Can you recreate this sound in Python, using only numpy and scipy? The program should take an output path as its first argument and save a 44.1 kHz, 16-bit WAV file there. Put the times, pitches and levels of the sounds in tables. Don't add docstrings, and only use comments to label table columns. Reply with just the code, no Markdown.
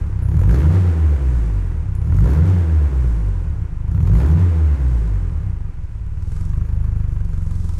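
import sys
import numpy as np
from scipy import signal
from scipy.fft import rfft, irfft
from scipy.io import wavfile
from scipy.ndimage import uniform_filter1d, minimum_filter1d

SR = 44100
rng = np.random.default_rng(int(sys.argv[2]) if len(sys.argv) > 2 else 0)


def output_pcm(signal):
    pcm = np.clip(np.atleast_2d(signal).T, -1, 1) * 32767
    wavfile.write(sys.argv[1], SR, np.round(pcm).astype(np.int16))


N = 343539
TIME = np.arange(N) / SR

# time of the peak in seconds, top and starting speed in Hz, climb in seconds.
REVS = [(.7606, 98.12, 31.13, .5155), (2.4853, 97.5, 30.4, .5151), (4.4033, 94.93, 25.19, .5691)]
# time in seconds, speed in Hz.
IDLE_SPEEDS = [(5.6, 24.9), (5.9, 16.87), (6.15, 18.85), (6.62, 26.36), (6.85, 25.74), (7.4, 22.76),
               (7.79, 21.4)]
# start in seconds, change in gas loudness at the peak in dB.
PEDAL_PRESSES = [(.13, 1), (1.92, 0), (3.78, -0.54)]
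# time in seconds, dip in dB.
WEAK_FIRINGS = [(3.68, -11), (5.73, -10), (5.9, -6), (6.672, -10), (7.3, -1)]
# speed in Hz, then thud, boom, drone and hiss in dB.
COASTING_LEVELS = [(16.7, -25.5, -26.5, -43, -67.5), (22.9, -21.5, -28.5, -38.5, -68.5),
                   (29.3, -22.5, -22, -35, -66), (40, -21, -22, -35.5, -63.5),
                   (49.3, -25.5, -19.5, -34.5, -60.5), (57.8, -18, -18, -31, -57.5),
                   (67, -52, -12.5, -32.5, -60), (75.7, -44.5, -13.5, -35, -59.5),
                   (87.8, -34, -15.5, -24.5, -58.5), (104, -30, -19, -26, -55)]
# frequency in Hz, gain in dB.
SILENCER_TONE = [(10, -38), (22, 17.5), (35, -7), (52, 5.5), (75, 4.5), (100, 3.5), (115, -10), (130, -6.5),
                 (148, -10.5), (168, -10.5), (182, -26.5), (205, -35.5), (260, -45), (400, -48.5),
                 (800, -66)]
# frequency in Hz, width in Hz, depth from 0 to 1.
HALL_NULLS = [(107.2, 9, 0.41), (134.8, 14.6, 0.51)]
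# frequency in Hz, width in Hz, gain in dB.
PIPE_RINGS = [(285.6, 12, 5), (307.5, 16, 1.5), (329, 26, 7), (372, 87, -2.5), (472, 17, -16.5),
              (492, 28, -16.5)]
TIP_RINGS = [(996, 91, 6), (1190, 110, 0.5), (1356, 42, 2), (1454, 60, -5), (1810, 90, -20),
             (2770, 75, -19)]
WALL_RINGS = [(2850, 90, 3.5), (3560, 160, 10), (4300, 180, 10), (5300, 150, 1.5), (6000, 260, 2),
              (6680, 300, 3.5)]
# frequency in Hz, gain in dB.
ROAR_TONE = [(190, -14.5), (225, -1), (262, 2), (325, -1.5), (440, -6), (505, -5.5), (600, -17), (800, -37)]
RASP_TONE = [(400, -11.5), (600, -5.5), (710, -5.5), (800, -2), (880, -2.5), (1100, -4.5), (1360, -7),
             (1550, -6), (1750, -9), (2050, -10.5), (2800, -17), (3300, -21), (4200, -28)]
HISS_TONE = [(2200, -14.5), (3600, -2.5), (4900, -1.5), (6200, 0), (8600, -1), (11500, -9.5),
             (15500, -23.5)]
CRACKLE_TONE = [(500, -25.5), (1500, -6), (3000, -14), (4300, -4.5), (6200, 7), (8000, 1.5), (10500, 11),
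                (13500, 8), (16000, -2)]
# speed in Hz, rasp gain in dB, crack gain in dB.
POP_GAINS = [(28, -46, -62), (45, -40, -54), (62.6, -34.5, -49.5), (85, -34, -52)]
# start in seconds, rasp gain in dB, crack gain in dB.
EXTRA_POPS = [(.19, -39, -54), (0.392, -41, -51), (.433, -35, -51), (0.494, -35, -54), (.509, -30.5, -46),
              (0.543, -29.5, -42), (2.185, -38.5, -49), (2.256, -34, -42), (3.879, -46.5, -52),
              (3.912, -43, -46), (3.945, -41, -55), (4.072, -29, -54), (4.201, -30, -49), (6.317, -37, -57)]
CYLINDER_GAINS = [-48, -57, -56, -38]
# time of the peak in seconds, boost in dB, half width in seconds.
IDLE_SWELLS = [(6.38, 12, 0.16), (7.75, 13.5, 0.45)]
# start in seconds, gain in dB, frequency in Hz, width in Hz, fade time in seconds.
AIR_SPITS = [(.222, -52, 11200, 2500, 0.0071), (.224, -57, 10300, 1200, 0.068),
             (1.951, -41.5, 8333, 8200, 0.0025), (1.953, -64, 10100, 1000, 0.099)]
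# frequency in Hz, gain in dB.
AIR_TONE = [(350, -6), (700, 2.5), (1500, -3.5), (2500, 0), (3600, -12.5), (7000, -17)]

# base level at 50 Hz, then change per doubling of speed, at full throttle, at idle.
BARK_DB = (-40.5, 9, 4.5, 2)
RASP_DB = (-47, 6, 1.5, -0.5)
PUFF_DB = (-9, -1, 15.5, 6.5)
CRACKLE_DB = (-73.5, 6.5, 15.5, 12.5)
# thud, boom, drone and hiss in dB.
THROTTLE_LIFT_DB = (-7.5, 7.5, 11, -0.5)
IDLE_LIFT_DB = (2.2, 6.25, 5.2, 0.54)


def engine_speed(drop_hz=6.206, drop_s=0.0434, coast_hz_per_s=58.756, ease_hz_per_s2=4.611):
    rate = 38.2635 - 47.79 * TIME
    for top_s, top_hz, from_hz, climb_s in REVS:
        progress = np.clip(1 + (TIME - top_s) / climb_s, 0, 1)
        climb = from_hz + (top_hz - from_hz) * progress ** 1.3723
        age = np.maximum(TIME - top_s, 0)
        drop = drop_hz * (1 - np.exp(-age / drop_s))
        coast = top_hz - drop - coast_hz_per_s * age + ease_hz_per_s2 * age ** 2
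        rate = np.where(TIME < top_s, np.maximum(rate, climb), coast)
    return np.maximum(rate, np.interp(TIME, *np.transpose(IDLE_SPEEDS), left=0))


def pedal(open_s=0.25, close_s=0.33, lag_s=0.1):
    return sum(ramp((TIME - start_s) / open_s) * ramp((rev[0] + lag_s - TIME) / close_s)
               for (start_s, _), rev in zip(PEDAL_PRESSES, REVS))


def firings(rate, scatter_db=0.53, start_phase=0.56):
    count = start_phase + np.cumsum(rate) / SR
    fired = np.flatnonzero(np.diff(np.floor(count)))
    pulses = np.zeros(N)
    pulses[fired] = undb(scatter_db * np.clip(rng.standard_normal(len(fired)), -1.5, 1.5))
    return pulses


def silencer(pulses, thud_db, boom_db, drone_db):
    wave = -colour(pulses, SILENCER_TONE)
    for hz, width, depth in HALL_NULLS:
        wave = wave - depth * band(wave, hz, width)
    lowpasses = (signal.butter(4, hz, fs=SR, output="sos") for hz in (45, 125))
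    thud, bass = (signal.sosfiltfilt(sos, wave, padtype=None) for sos in lowpasses)
    boom = steady(hall(bass - thud, wet_db=-10)) * undb(boom_db)
    drone = steady(hall(wave - bass, wet_db=-4)) * undb(drone_db + 2.7)
    return steady(thud) * undb(thud_db - 3.5) + boom + drone


def exhaust_levels(rate, throttle, pull, boom_limit_db=-12.5, dip_db=-6.5, ring_hz=163, swell_db=6.5):
    levels = zip(curves(COASTING_LEVELS, rate), THROTTLE_LIFT_DB, IDLE_LIFT_DB)
    thud, boom, drone, jet = (db + full * throttle + idle * pull for db, full, idle in levels)
    boom = np.minimum(boom, boom_limit_db) + dip_db * bell(rate, 66.95, 1.25) * (1 - throttle)
    drone = drone + swell_db * np.cos(2 * np.pi * ring_hz / rate) * throttle * np.sqrt(rate / rate.max())
    return thud, boom, drone, jet


def rumble(drone_db, below_db=-10):
    flow = band(noise(), hz=121, width=20)
    murmur = ring(flow, [(96, 7.3, 1.5), (147.6, 54, -2.7), (167.7, 30, 9.5)])
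    return undb(drone_db + below_db) * steady(murmur)


def puffs(pulses, decay_s, uneven_db, rise_s=0.00033):
    sizes = pulses * undb(uneven_db * np.clip(noise(), -2, 2))
    return steady(fade(fade(sizes, decay_s), rise_s) * noise())


def bark(pulses, puff_db, rate, tone_db=-1, db_per_octave=4, roar_db=-3):
    tone = steady(hall(ring(pulses, PIPE_RINGS), wet_db=3.5))
    gas = undb(puff_db + 5.5) * puffs(pulses, decay_s=0.0028, uneven_db=9) + noise()
    growl = undb(tone_db + db_per_octave * np.log2(rate / rate.max())) * tone
    roar = steady(hall(colour(gas, ROAR_TONE), wet_db=-11.5))
    return steady(growl + undb(roar_db) * roar)


def rasp(pulses, puff_db, rate, tip_db=-5, db_per_octave=-4):
    gas = undb(puff_db) * puffs(pulses, decay_s=0.0032, uneven_db=5, rise_s=0.00091) + noise()
    tip = undb(tip_db + db_per_octave * np.log2(rate / rate.min())) * steady(ring(gas, TIP_RINGS))
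    return steady(hall(steady(colour(gas, RASP_TONE)) + tip, wet_db=-9))


def pops(pulses, rate, throttle, scatter_db=1, rise_s=0.00073):
    body = pop_body()
    edge = steady(wall_crack(noise()))
    fired = np.flatnonzero(pulses)
    force = throttle[fired] * undb(scatter_db * np.clip(rng.standard_normal(len(fired)), -2, 2))
    rasp_db, crack_db = curves(POP_GAINS, rate[fired])
    extra_s, extra_rasp_db, extra_crack_db = np.transpose(EXTRA_POPS)
    starts = np.r_[fired, (extra_s * SR).astype(int)]
    rasp_gains = np.r_[force * undb(rasp_db), undb(extra_rasp_db)]
    crack_gains = np.r_[force * undb(crack_db), undb(extra_crack_db)]
    tear = burst(body, starts, rasp_gains, rise_s, decay_s=0.0036)
    crack = burst(edge, starts, crack_gains, rise_s, decay_s=0.0013)
    return hall(tear + crack, wet_db=-4)


def pop_body(tip_db=8):
    gas = noise()
    tear = colour(gas, RASP_TONE) + undb(tip_db) * ring(gas, TIP_RINGS)
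    return steady(tear) + steady(colour(noise(), ROAR_TONE))


def crackle(pulses):
    gas = puffs(pulses, decay_s=0.0017, uneven_db=5.5, rise_s=0.0011)
    return steady(hall(wall_crack(gas), wet_db=11.5))


def wall_crack(gas, ring_db=5):
    return colour(gas + undb(ring_db) * ring(gas, WALL_RINGS), CRACKLE_TONE)


def putter(pulses, pull, tip_db=7):
    gas = noise_band(hz=1200, width=1900)
    body = steady(gas + undb(tip_db) * ring(gas, TIP_RINGS))
    fired = np.flatnonzero(pulses)
    gains = pull[fired] * undb(np.resize(CYLINDER_GAINS, len(fired)))
    return hall(burst(body, fired, gains, rise_s=0.0015, decay_s=0.0053), wet_db=-3)


def hiss(pulses, puff_db):
    gas = undb(puff_db) * puffs(pulses, decay_s=0.0039, uneven_db=5.5, rise_s=0.0012) + noise()
    return steady(hall(colour(gas, HISS_TONE), wet_db=-13.5))


def spits(rise_s=0.001):
    out = 0
    for start_s, db, hz, width, decay_s in AIR_SPITS:
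        age = np.maximum(TIME - start_s, 0)
        air = noise_band(hz, width)
        shape = (1 - np.exp(-age / rise_s)) * np.exp(-age / decay_s)
        out = out + undb(db) * air / air.std() * shape
    return hall(out, wet_db=-11.5)


def hall(x, wet_db, gap_s=0.0083, low_fade_s=0.83, treble_fade_s=0.23):
    t = TIME[:SR]
    echoes = rng.standard_normal(SR)
    low = signal.sosfilt(signal.butter(1, 2500, fs=SR, output="sos"), echoes)
    treble = echoes - low
    tail = (low * 1e-3 ** (t / low_fade_s) + treble * 1e-3 ** (t / treble_fade_s)) * (t > gap_s)
    return x + undb(wet_db) * signal.fftconvolve(x, tail / np.linalg.norm(tail))[:N]


def hall_air(level_db=-61.5):
    return undb(level_db) * steady(colour(noise(), AIR_TONE))


def undb(db):
    return 10 ** (np.asarray(db) / 20)


def curves(table, rate):
    hz, *columns = np.transpose(table)
    return [np.interp(rate, hz, column) for column in columns]


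def engine_level(terms, rate, throttle, pull, mid_hz=50):
    base, per_octave, full, idle = terms
    return base + per_octave * np.log2(rate / mid_hz) + full * throttle + idle * pull


def noise():
    return rng.standard_normal(N)


def noise_band(hz, width):
    return band(band(noise(), hz, width), hz, width)


def steady(x, size=5000):
    power = uniform_filter1d(uniform_filter1d(x * x, size), size)
    return x / np.sqrt(np.maximum(power, 1e-20))


def colour(x, points, size=32768):
    hz, db = np.transpose(points)
    octave = np.log2(np.maximum(np.arange(size // 2 + 1) * SR / size, 1))
    beyond = np.abs(octave - np.clip(octave, np.log2(hz[0]), np.log2(hz[-1])))
    gain = undb(np.interp(octave, np.log2(hz), db) - np.minimum(30 * beyond, 60))
    cepstrum = irfft(np.log(gain))
    cepstrum[1:size // 2] *= 2
    cepstrum[size // 2 + 1:] = 0
    return signal.fftconvolve(x, irfft(np.exp(rfft(cepstrum))))[:N]


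def band(x, hz, width):
    return signal.lfilter(*signal.iirpeak(hz, hz / width, fs=SR), x)


def ring(x, modes):
    return sum(undb(db) * band(x, hz, width) for hz, width, db in modes)


def fade(x, decay_s):
    return signal.lfilter([1], [1, -np.exp(-1 / (decay_s * SR))], x + 1e-18)


def burst(x, starts, gains, rise_s, decay_s):
    hits = np.zeros(N)
    hits[starts] = gains
    return x * (fade(hits, decay_s) - fade(hits, 1 / (1 / decay_s + 1 / rise_s)))


def bell(x, centre, width):
    return np.exp(-((x - centre) / width) ** 2)


def ramp(x):
    return np.sin(np.pi / 2 * np.clip(x, 0, 1)) ** 2


def scene():
    rate, throttle = engine_speed(), pedal()
    pull = ramp((TIME - 5.9) / 0.68)
    thud_db, boom_db, drone_db, hiss_db = exhaust_levels(rate, throttle, pull)
    bark_db, rasp_db, puff_db, crackle_db = (
        engine_level(terms, rate, throttle, pull) for terms in (BARK_DB, RASP_DB, PUFF_DB, CRACKLE_DB))
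    surge_db = 4 * throttle * bell(rate, centre=66, width=6)
    swell_db = sum(db * bell(TIME, peak_s, width) for peak_s, db, width in IDLE_SWELLS)
    push_db = np.interp(TIME, [rev[0] for rev in REVS], [db for _, db in PEDAL_PRESSES])
    stumble_db = sum(db * bell(TIME, time_s, width=0.018) for time_s, db in WEAK_FIRINGS)
    pulses = firings(rate)
    deep = silencer(pulses, thud_db, boom_db, drone_db) + rumble(drone_db)
    gas = undb(bark_db + surge_db) * bark(pulses, puff_db, rate)
    gas += undb(rasp_db) * rasp(pulses, puff_db, rate)
    gas += undb(hiss_db + swell_db) * hiss(pulses, puff_db)
    gas += undb(crackle_db) * crackle(pulses) + pops(pulses, rate, throttle) + putter(pulses, pull)
    return (undb(stumble_db) * deep + undb(push_db) * gas + spits() + hall_air())[None]


def record(dry, ceiling=0.57, size=1300, top_hz=15700):
    gain = np.minimum(1, ceiling / (np.abs(dry) + 1e-9))
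    gain = uniform_filter1d(minimum_filter1d(gain, size), size)
    return signal.sosfilt(signal.ellip(10, .1, 80, top_hz, fs=SR, output="sos"), dry * gain)


dry = scene()
out = record(dry)
output_pcm(out)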